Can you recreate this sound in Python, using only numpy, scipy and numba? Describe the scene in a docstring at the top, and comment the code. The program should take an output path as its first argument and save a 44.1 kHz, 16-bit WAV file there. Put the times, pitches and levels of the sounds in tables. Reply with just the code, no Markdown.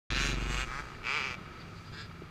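"""An open dirt track, with bikes heard from a distance. Each of five throttle bursts is a train of sharp
exhaust cracks with a rasp of gas after every firing; off the throttle the engines pop unevenly.
A slow throb, like an idling engine, lies under the first bursts. Far engines drone and blip, light wind
rumbles and three soft bumps land on the microphone. Everything rings in the microphone housing."""
import sys
import numpy as np
from scipy import signal
from scipy.fft import rfft, irfft
from scipy.io import wavfile
from numba import njit

SR = 44100
rng = np.random.default_rng(int(sys.argv[2]) if len(sys.argv) > 2 else 0)


def generate_wav(sig):
    """Save sig (samples, or channels by samples) to the path in sys.argv[1] as 16-bit PCM at SR."""
    pcm = np.round(np.clip(np.atleast_2d(sig).T, -1, 1) * 32767).astype(np.int16)
    wavfile.write(sys.argv[1], SR, pcm)


N = 101429
T = np.arange(N) / SR
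EXHAUST_LOW_CUT_HZ = 246

# The five throttle bursts. Each row: time in seconds, firing rate in Hz, bark in dB, treble in dB.
THROTTLE_1 = [(.105, 111.4, -36, -55.5), (.135, 119.9, -35.5, -55), (.17, 133.8, -33, -50.5),
              (.22, 138.6, -33, -46), (.29, 141.7, -36, -47.5), (.32, 138.3, -38.5, -52.5),
              (.352, 127, -43, -60.5)]
THROTTLE_2 = [(.36, 125.9, -44.5, -62), (.41, 113.8, -43.5, -57), (0.471, 120.4, -43.5, -55.5),
              (.52, 121.4, -39, -47.5), (0.56, 122.4, -39, -49.5), (.605, 129.4, -36, -46.5),
              (.642, 130.8, -41.5, -55.5)]
THROTTLE_3 = [(.655, 109, -52, -59), (.7, 118.5, -44, -65), (0.735, 131.3, -41, -60.5),
              (0.806, 148, -42, -60.5)]
THROTTLE_4 = [(1.032, 101, -46, -66.5), (1.08, 126.4, -33.5, -57.5), (1.12, 139, -35, -53.5),
              (1.169, 155.8, -34, -56), (1.2, 137.9, -37, -58), (1.226, 128, -36.5, -58),
              (1.255, 138.8, -37, -58), (1.286, 126.1, -39.5, -59.5), (1.343, 122, -43, -61.5)]
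THROTTLE_5 = [(1.925, 140.8, -51, -73), (2.011, 150.2, -46.5, -64), (2.059, 152, -54, -81)]
# The exhaust's tone in each burst. Each row: frequency in Hz, gain in dB.
EXHAUST_EQ_1 = [(350, -12), (620, -13), (900, -8.5), (1350, -1), (2300, -3), (2700, 1.5), (3200, -6.5),
                (4100, -5.5), (5000, -10), (6200, -5), (7900, -13), (14000, -29)]
EXHAUST_EQ_2 = [(650, -16), (860, -10.5), (1290, -7), (1950, -9), (2400, -7), (3080, -13.5), (4780, -20.5),
                (7900, -28), (8900, -43.5), (11900, -44), (15000, -58)]
EXHAUST_EQ_3 = [(600, -14), (900, -1.5), (1290, 0.5), (1750, -4), (2800, -11), (3300, -16), (7500, -25),
                (12000, -54), (14500, -58)]
EXHAUST_EQ_4 = [(620, -17.5), (850, -4), (1250, 0), (1650, -5), (2400, 3), (3250, -6.5), (3550, -13),
                (4800, -10.5), (7300, -19), (9200, -36), (12500, -41), (14500, -48)]
EXHAUST_EQ_5 = [(600, -18.5), (1300, 0.5), (1750, 4.5), (2200, -5), (3400, -10), (5000, -7.5), (5800, -26),
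                (7200, -12), (10000, -36)]
# The grit of each burst. Each row: rasp send in dB, scatter send in dB.
BURST_GRIT = [(-2, -0.5), (-6.5, 2.5), (-8, 5), (-7.5, 0), (-4, 8)]
# The path of a bright peak in the exhaust. Each row: time in seconds, centre in Hz.
SHEEN_SWEEP = [(.12, 4120), (.18, 4600), (.22, 5900), (.5, 7300), (1.12, 7600), (1.24, 6040)]
# The clean low note of the pipes. Each row: frequency in Hz, gain in dB.
NOTE_EQ = [(290, -21), (420, 8), (600, -7.5), (900, -32)]
# Far bikes, mostly off the throttle. Each row: time in seconds, bark in dB, treble in dB.
COAST_LEVELS = [(.82, -51.5, -62), (1.0, -52, -68.5), (1.4, -52, -69), (1.66, -53, -68), (1.8, -56, -66.5),
                (2.3, -55.5, -72)]
# Their tone. Each row: frequency in Hz, gain in dB.
COAST_EQ = [(350, -3), (1030, -3), (1240, 1.5), (1690, -3.5), (2450, -4), (3040, -10), (4270, -13),
            (14000, -58.5)]
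# Faders for the deep wind and the engine rumble above it. Each row: time in seconds, level in dB.
WIND_FADER = [(.1, -56), (.8, -42.5), (.88, -55), (1.2, -65), (2.3, -71)]
RUMBLE_FADER = [(.6, -45), (.85, -51.5), (1.55, -50), (1.9, -52), (2.3, -52.5)]
# Their tones. Each row: frequency in Hz, gain in dB.
WIND_EQ = [(15, -7.5), (30, -1), (70, -9), (500, -61)]
RUMBLE_EQ = [(40, -13), (75, 1), (140, 1), (290, -14), (380, -7.5), (1600, -66)]
# Faders for the throb's knocks and boom. Each row: time in seconds, level in dB.
KNOCK_FADER = [(.1, -40.5), (.3, -38), (.51, -41), (.6, -55)]
BOOM_FADER = [(.58, -35.5), (.63, -38.5), (.7, -67)]
# The dull body of a knock. Each row: frequency in Hz, gain in dB.
KNOCK_EQ = [(60, 0), (160, 2), (290, -3.5), (340, -2.5), (450, -17.5), (900, -16.5), (4000, -84)]
# The shut throttle after burst three leaves only every other firing.
# Each row: time in seconds, firing rate in Hz, bark in dB, treble in dB.
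THROTTLE_SHUT = [(.822, 61.5, -52, -73), (.955, 63.96, -53.5, -76)]
# Notes of the farthest engines. Each row: start in seconds, end in seconds, pitch in Hz, level in dB.
DRONE_NOTES = [(1.26, 1.423, 184, -53.5), (1.613, 2.354, 165, -52.5), (1.679, 2.148, 99, -53)]
# Bumps at the microphone. Each row: start in seconds, starting level in dB, pitch in Hz.
MIC_BUMPS = [(1.414, -34, 191), (1.918, -28, 127), (2.22, -33, 356)]
# Throttle blips of far bikes. Each row: time of the peak in seconds, bark in dB.
BLIP_CUES = [(1.609, -57), (1.785, -58.5), (1.875, -56)]
# Their thin tone. Each row: frequency in Hz, gain in dB.
BLIP_EQ = [(900, -42), (1300, 1), (3000, -11), (4600, -1), (6000, -23)]
# Resonances and dips of the microphone housing. Each row: centre in Hz, width in Hz, gain in dB.
HOUSING_EQ = [(1295, 133, 7), (2313, 81, 7), (2896, 126, 7.5), (3014, 77, -18), (3210, 99, 6.5),
              (4730, 136, 6.5), (5370, 830, -3)]


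def from_db(db):
    """Decibels to gain."""
    return 10 ** (np.asarray(db) / 20)


def rms_one(x, weights=None):
    """Scale to unit rms, optionally weighted over time."""
    return x / np.sqrt(np.average(x ** 2, weights=weights) + 1e-20)


def automation(rows):
    """A curve through each column after the time, held flat at both ends."""
    times, *columns = np.transpose(rows)
    return [np.interp(T, times, column) for column in columns]


def window(start, end, fade_s):
    """A gate, open from start to end, with linear fades outside."""
    return np.clip(1 + np.minimum(T - start, end - T) / fade_s, 0, 1)


def cut(x, hz, kind, order=2):
    """Butterworth low- or high-pass."""
    return signal.sosfilt(signal.butter(order, hz, kind, fs=SR, output="sos"), x)


def equalise(x, eq):
    """Minimum-phase EQ: it rings only after each hit."""
    size = 8192
    hz, db = np.transpose(eq)
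    bin_hz = np.maximum(np.arange(size // 2 + 1) * SR / size, 1)
    gain = from_db(np.interp(np.log(bin_hz), np.log(hz), db))
    cepstrum = irfft(np.log(gain))
    cepstrum[1:size // 2] *= 2
    cepstrum[size // 2 + 1:] = 0
    impulse_response = irfft(np.exp(rfft(cepstrum)))
    return signal.fftconvolve(x, impulse_response)[:N]


def clicks(times, sizes):
    """Impulses at the given times, shared between neighbouring samples."""
    at = np.clip(np.asarray(times) * SR, 0, N - 2)
    i = at.astype(int)
    return np.bincount(i, sizes * (1 - at + i), N) + np.bincount(i + 1, sizes * (at - i), N)


def noise():
    """White noise."""
    return rng.standard_normal(N)


@njit
def gliding_band(x, angle, radius):
    """A band-pass whose centre, in radians per sample, moves at every sample."""
    out = np.zeros(len(x))
    for i in range(2, len(x)):
        drive = (1 - radius ** 2) / 2 * (x[i] - x[i - 2])
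        out[i] = drive + 2 * radius * np.cos(angle[i]) * out[i - 1] - radius ** 2 * out[i - 2]
    return out


def engine_firings(rate_hz, start, jitter_s=.00002, spread_db=.95):
    """One click per engine cycle, each a little off in time and strength."""
    cycles = np.cumsum(rate_hz) / SR
    cycles -= np.interp(start, T, cycles)
    times = np.interp(np.arange(int(cycles[-1])), cycles, T)
    timing, strength = rng.standard_normal((2, len(times)))
    return clicks(times + jitter_s * timing, from_db(spread_db * strength))


def rasp(pulses, decay_s=.0036):
    """A puff of turbulent gas that dies away after each pulse."""
    envelope = signal.lfilter([1], [1, -np.exp(-1 / (decay_s * SR))], pulses + 1e-18)
    return rms_one(noise() * envelope)


def ground_scatter(x, send_db, t60_s=.046, above_hz=2400):
    """Rough ground and dirt banks scatter mainly the treble, adding a short diffuse tail."""
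    tail = noise() * from_db(-60 * T / t60_s)
    wet = signal.fftconvolve(x, tail / np.linalg.norm(tail))[:N]
    return x + from_db(send_db) * cut(wet, above_hz, "high", order=1)


def pipe_smear(x, hz=2600, width_hz=2900):
    """The pipe delays the mids of each crack a little: an allpass."""
    radius = np.exp(-np.pi * width_hz / SR)
    feedback = [1, -2 * radius * np.cos(2 * np.pi * hz / SR), radius ** 2]
    return signal.lfilter(feedback[::-1], feedback, x)


def sheen(x, width_hz=1800, mix=.56):
    """A bright peak glides through the treble as bikes and microphone turn."""
    hz, = automation(SHEEN_SWEEP)
    return x + mix * gliding_band(x, 2 * np.pi * hz / SR, np.exp(-np.pi * width_hz / SR))


def engine_load(x, bark_db, treble_db, gate, crossover_hz=5380):
    """The bark below the crossover and the treble above it each ride their own fader."""
    lowpassed = cut(x, crossover_hz, "low", order=4)
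    bark = cut(lowpassed[::-1], crossover_hz, "low", order=4)[::-1]  # backwards, to stay in phase
    treble = x - bark
    return gate * (from_db(bark_db) * rms_one(bark, gate) + from_db(treble_db) * rms_one(treble, gate))


def pipe_note(firings, bark_db, gate, offset_db=-15.5, follow=.3):
    """The low harmonics stay clean and swell less with the throttle than the bark does."""
    mean_db = np.average(bark_db, weights=gate)
    level = from_db(mean_db + offset_db + follow * (bark_db - mean_db))
    return gate * level * rms_one(equalise(firings, NOTE_EQ), gate)


def exhaust_burst(throttle, eq, rasp_db, scatter_db):
    """A run of firings, each a crack and a rasp through the exhaust, over the pipe's low note."""
    start, end = throttle[0][0], throttle[-1][0]
    rate_hz, bark_db, treble_db = automation(throttle)
    firings = engine_firings(rate_hz, start)
    turbulence = from_db(rasp_db) * cut(rasp(firings), 1300, "high")
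    cracks = ground_scatter(rms_one(firings) + turbulence, scatter_db)
    piped = pipe_smear(equalise(cracks, eq))
    exhaust = cut(sheen(piped), EXHAUST_LOW_CUT_HZ, "high")
    gate = window(start, end, fade_s=.015)
    return engine_load(exhaust, bark_db, treble_db, gate) - pipe_note(firings, bark_db, gate)


def coasting_bikes(pops_per_s=110, spread_db=4, pop_send_db=-6):
    """Uneven, dull exhaust pops in a constant wash of far engine noise."""
    hits = rng.random(N) < pops_per_s / SR
    pops = hits * from_db(-spread_db * np.clip(noise(), -2, 1))
    raspy = rms_one(rms_one(pops) + rasp(pops))
    dull = cut(pipe_smear(raspy), 2930, "low")
    wash = equalise(from_db(pop_send_db) * dull + noise(), COAST_EQ)
    exhaust = cut(wash, EXHAUST_LOW_CUT_HZ, "high")
    return engine_load(exhaust, *automation(COAST_LEVELS), gate=np.ones(N))


def rumble(fader, eq):
    """Low noise of wind or engines that swells and sinks."""
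    level_db, = automation(fader)
    return from_db(level_db) * rms_one(equalise(noise(), eq))


def idle_throb(start=.1195, cycle_hz=23.75, gap_s=.01023):
    """A double knock every cycle over a boom at twice the cycle rate."""
    times = np.arange(start, T[-1], 1 / cycle_hz)
    strokes = clicks(times, .85) - clicks(times + gap_s, from_db(-.5))
    knocks = rms_one(equalise(strokes, KNOCK_EQ))
    boom = -np.sqrt(2) * np.sin(2 * np.pi * 2 * cycle_hz * (T - start))
    knock_db, = automation(KNOCK_FADER)
    boom_db, = automation(BOOM_FADER)
    return from_db(knock_db) * knocks + from_db(boom_db) * boom


def far_drones(waver_depth=.0188, waver_below_hz=13):
    """Only the wavering firing note of the farthest engines arrives."""
    out = np.zeros(N)
    for start, end, hz, db in DRONE_NOTES:
        waver = rms_one(cut(noise(), waver_below_hz, "low"))
        pitch = hz * (1 + waver_depth * waver)
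        tone = np.sqrt(2) * np.sin(2 * np.pi * np.cumsum(pitch) / SR)
        out += from_db(db) * tone * window(start, end, fade_s=.018)
    return out


def mic_bumps(t60_s=.022):
    """Dull thuds at the microphone, each a low sine that dies at once."""
    out = np.zeros(N)
    for start, db, hz in MIC_BUMPS:
        age = np.maximum(T - start, 0)
        out += from_db(db - 60 * age / t60_s) * np.sin(2 * np.pi * hz * age)
    return out


def far_blip(peak_s, peak_db, firing_hz=127.7, rise_s=.032, swell_db=9, treble_offset_db=-23):
    """A flick of a far throttle: a thin exhaust swells and drops back."""
    edge_db = peak_db - swell_db
    swell = [(peak_s - rise_s, edge_db), (peak_s, peak_db), (peak_s + rise_s, edge_db)]
    throttle = [(time, firing_hz, db, db + treble_offset_db) for time, db in swell]
    return exhaust_burst(throttle, BLIP_EQ, rasp_db=-1, scatter_db=11)


def slope_reflection(x, lag_s=.001186, db=-8):
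    """A bounce off the slope arrives just behind the direct sound and combs it."""
    gain = from_db(db)
    bounce = gain * np.interp(T - lag_s, T, x)
    return (x + bounce) / np.sqrt(1 + gain ** 2)


def scene():
    """Five throttle bursts up front, over the far bikes, the low end and a faint hiss."""
    throttles = THROTTLE_1, THROTTLE_2, THROTTLE_3, THROTTLE_4, THROTTLE_5
    eqs = EXHAUST_EQ_1, EXHAUST_EQ_2, EXHAUST_EQ_3, EXHAUST_EQ_4, EXHAUST_EQ_5
    *earlier, last = [exhaust_burst(throttle, eq, *grit)
                      for throttle, eq, grit in zip(throttles, eqs, BURST_GRIT)]
    bikes = sum(earlier) + slope_reflection(last)
    overrun = exhaust_burst(THROTTLE_SHUT, EXHAUST_EQ_3, rasp_db=-4, scatter_db=2)
    far = coasting_bikes() + far_drones() + sum(far_blip(*cue) for cue in BLIP_CUES)
    lows = rumble(WIND_FADER, WIND_EQ) + rumble(RUMBLE_FADER, RUMBLE_EQ) + idle_throb() + mic_bumps()
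    hiss = from_db(-75) * noise()
    return (bikes + overrun + far + lows + hiss)[None]


def record(dry, open_at_s=.104, top_hz=15000):
    """The housing rings, the microphone opens after a moment, the top is rolled off."""
    for hz, width_hz, db in HOUSING_EQ:
        width = np.pi * width_hz / SR
        centre = -2 * np.cos(2 * np.pi * hz / SR)
        gain = from_db(db / 2)
        feedforward = [1 + width * gain, centre, 1 - width * gain]
        feedback = [1 + width / gain, centre, 1 - width / gain]
        dry = signal.lfilter(feedforward, feedback, dry)
    high_cut = signal.ellip(10, .1, 80, top_hz, fs=SR, output="sos")
    return signal.sosfilt(high_cut, dry * window(open_at_s, T[-1], fade_s=.002))


dry = scene()
out = record(dry)
generate_wav(out)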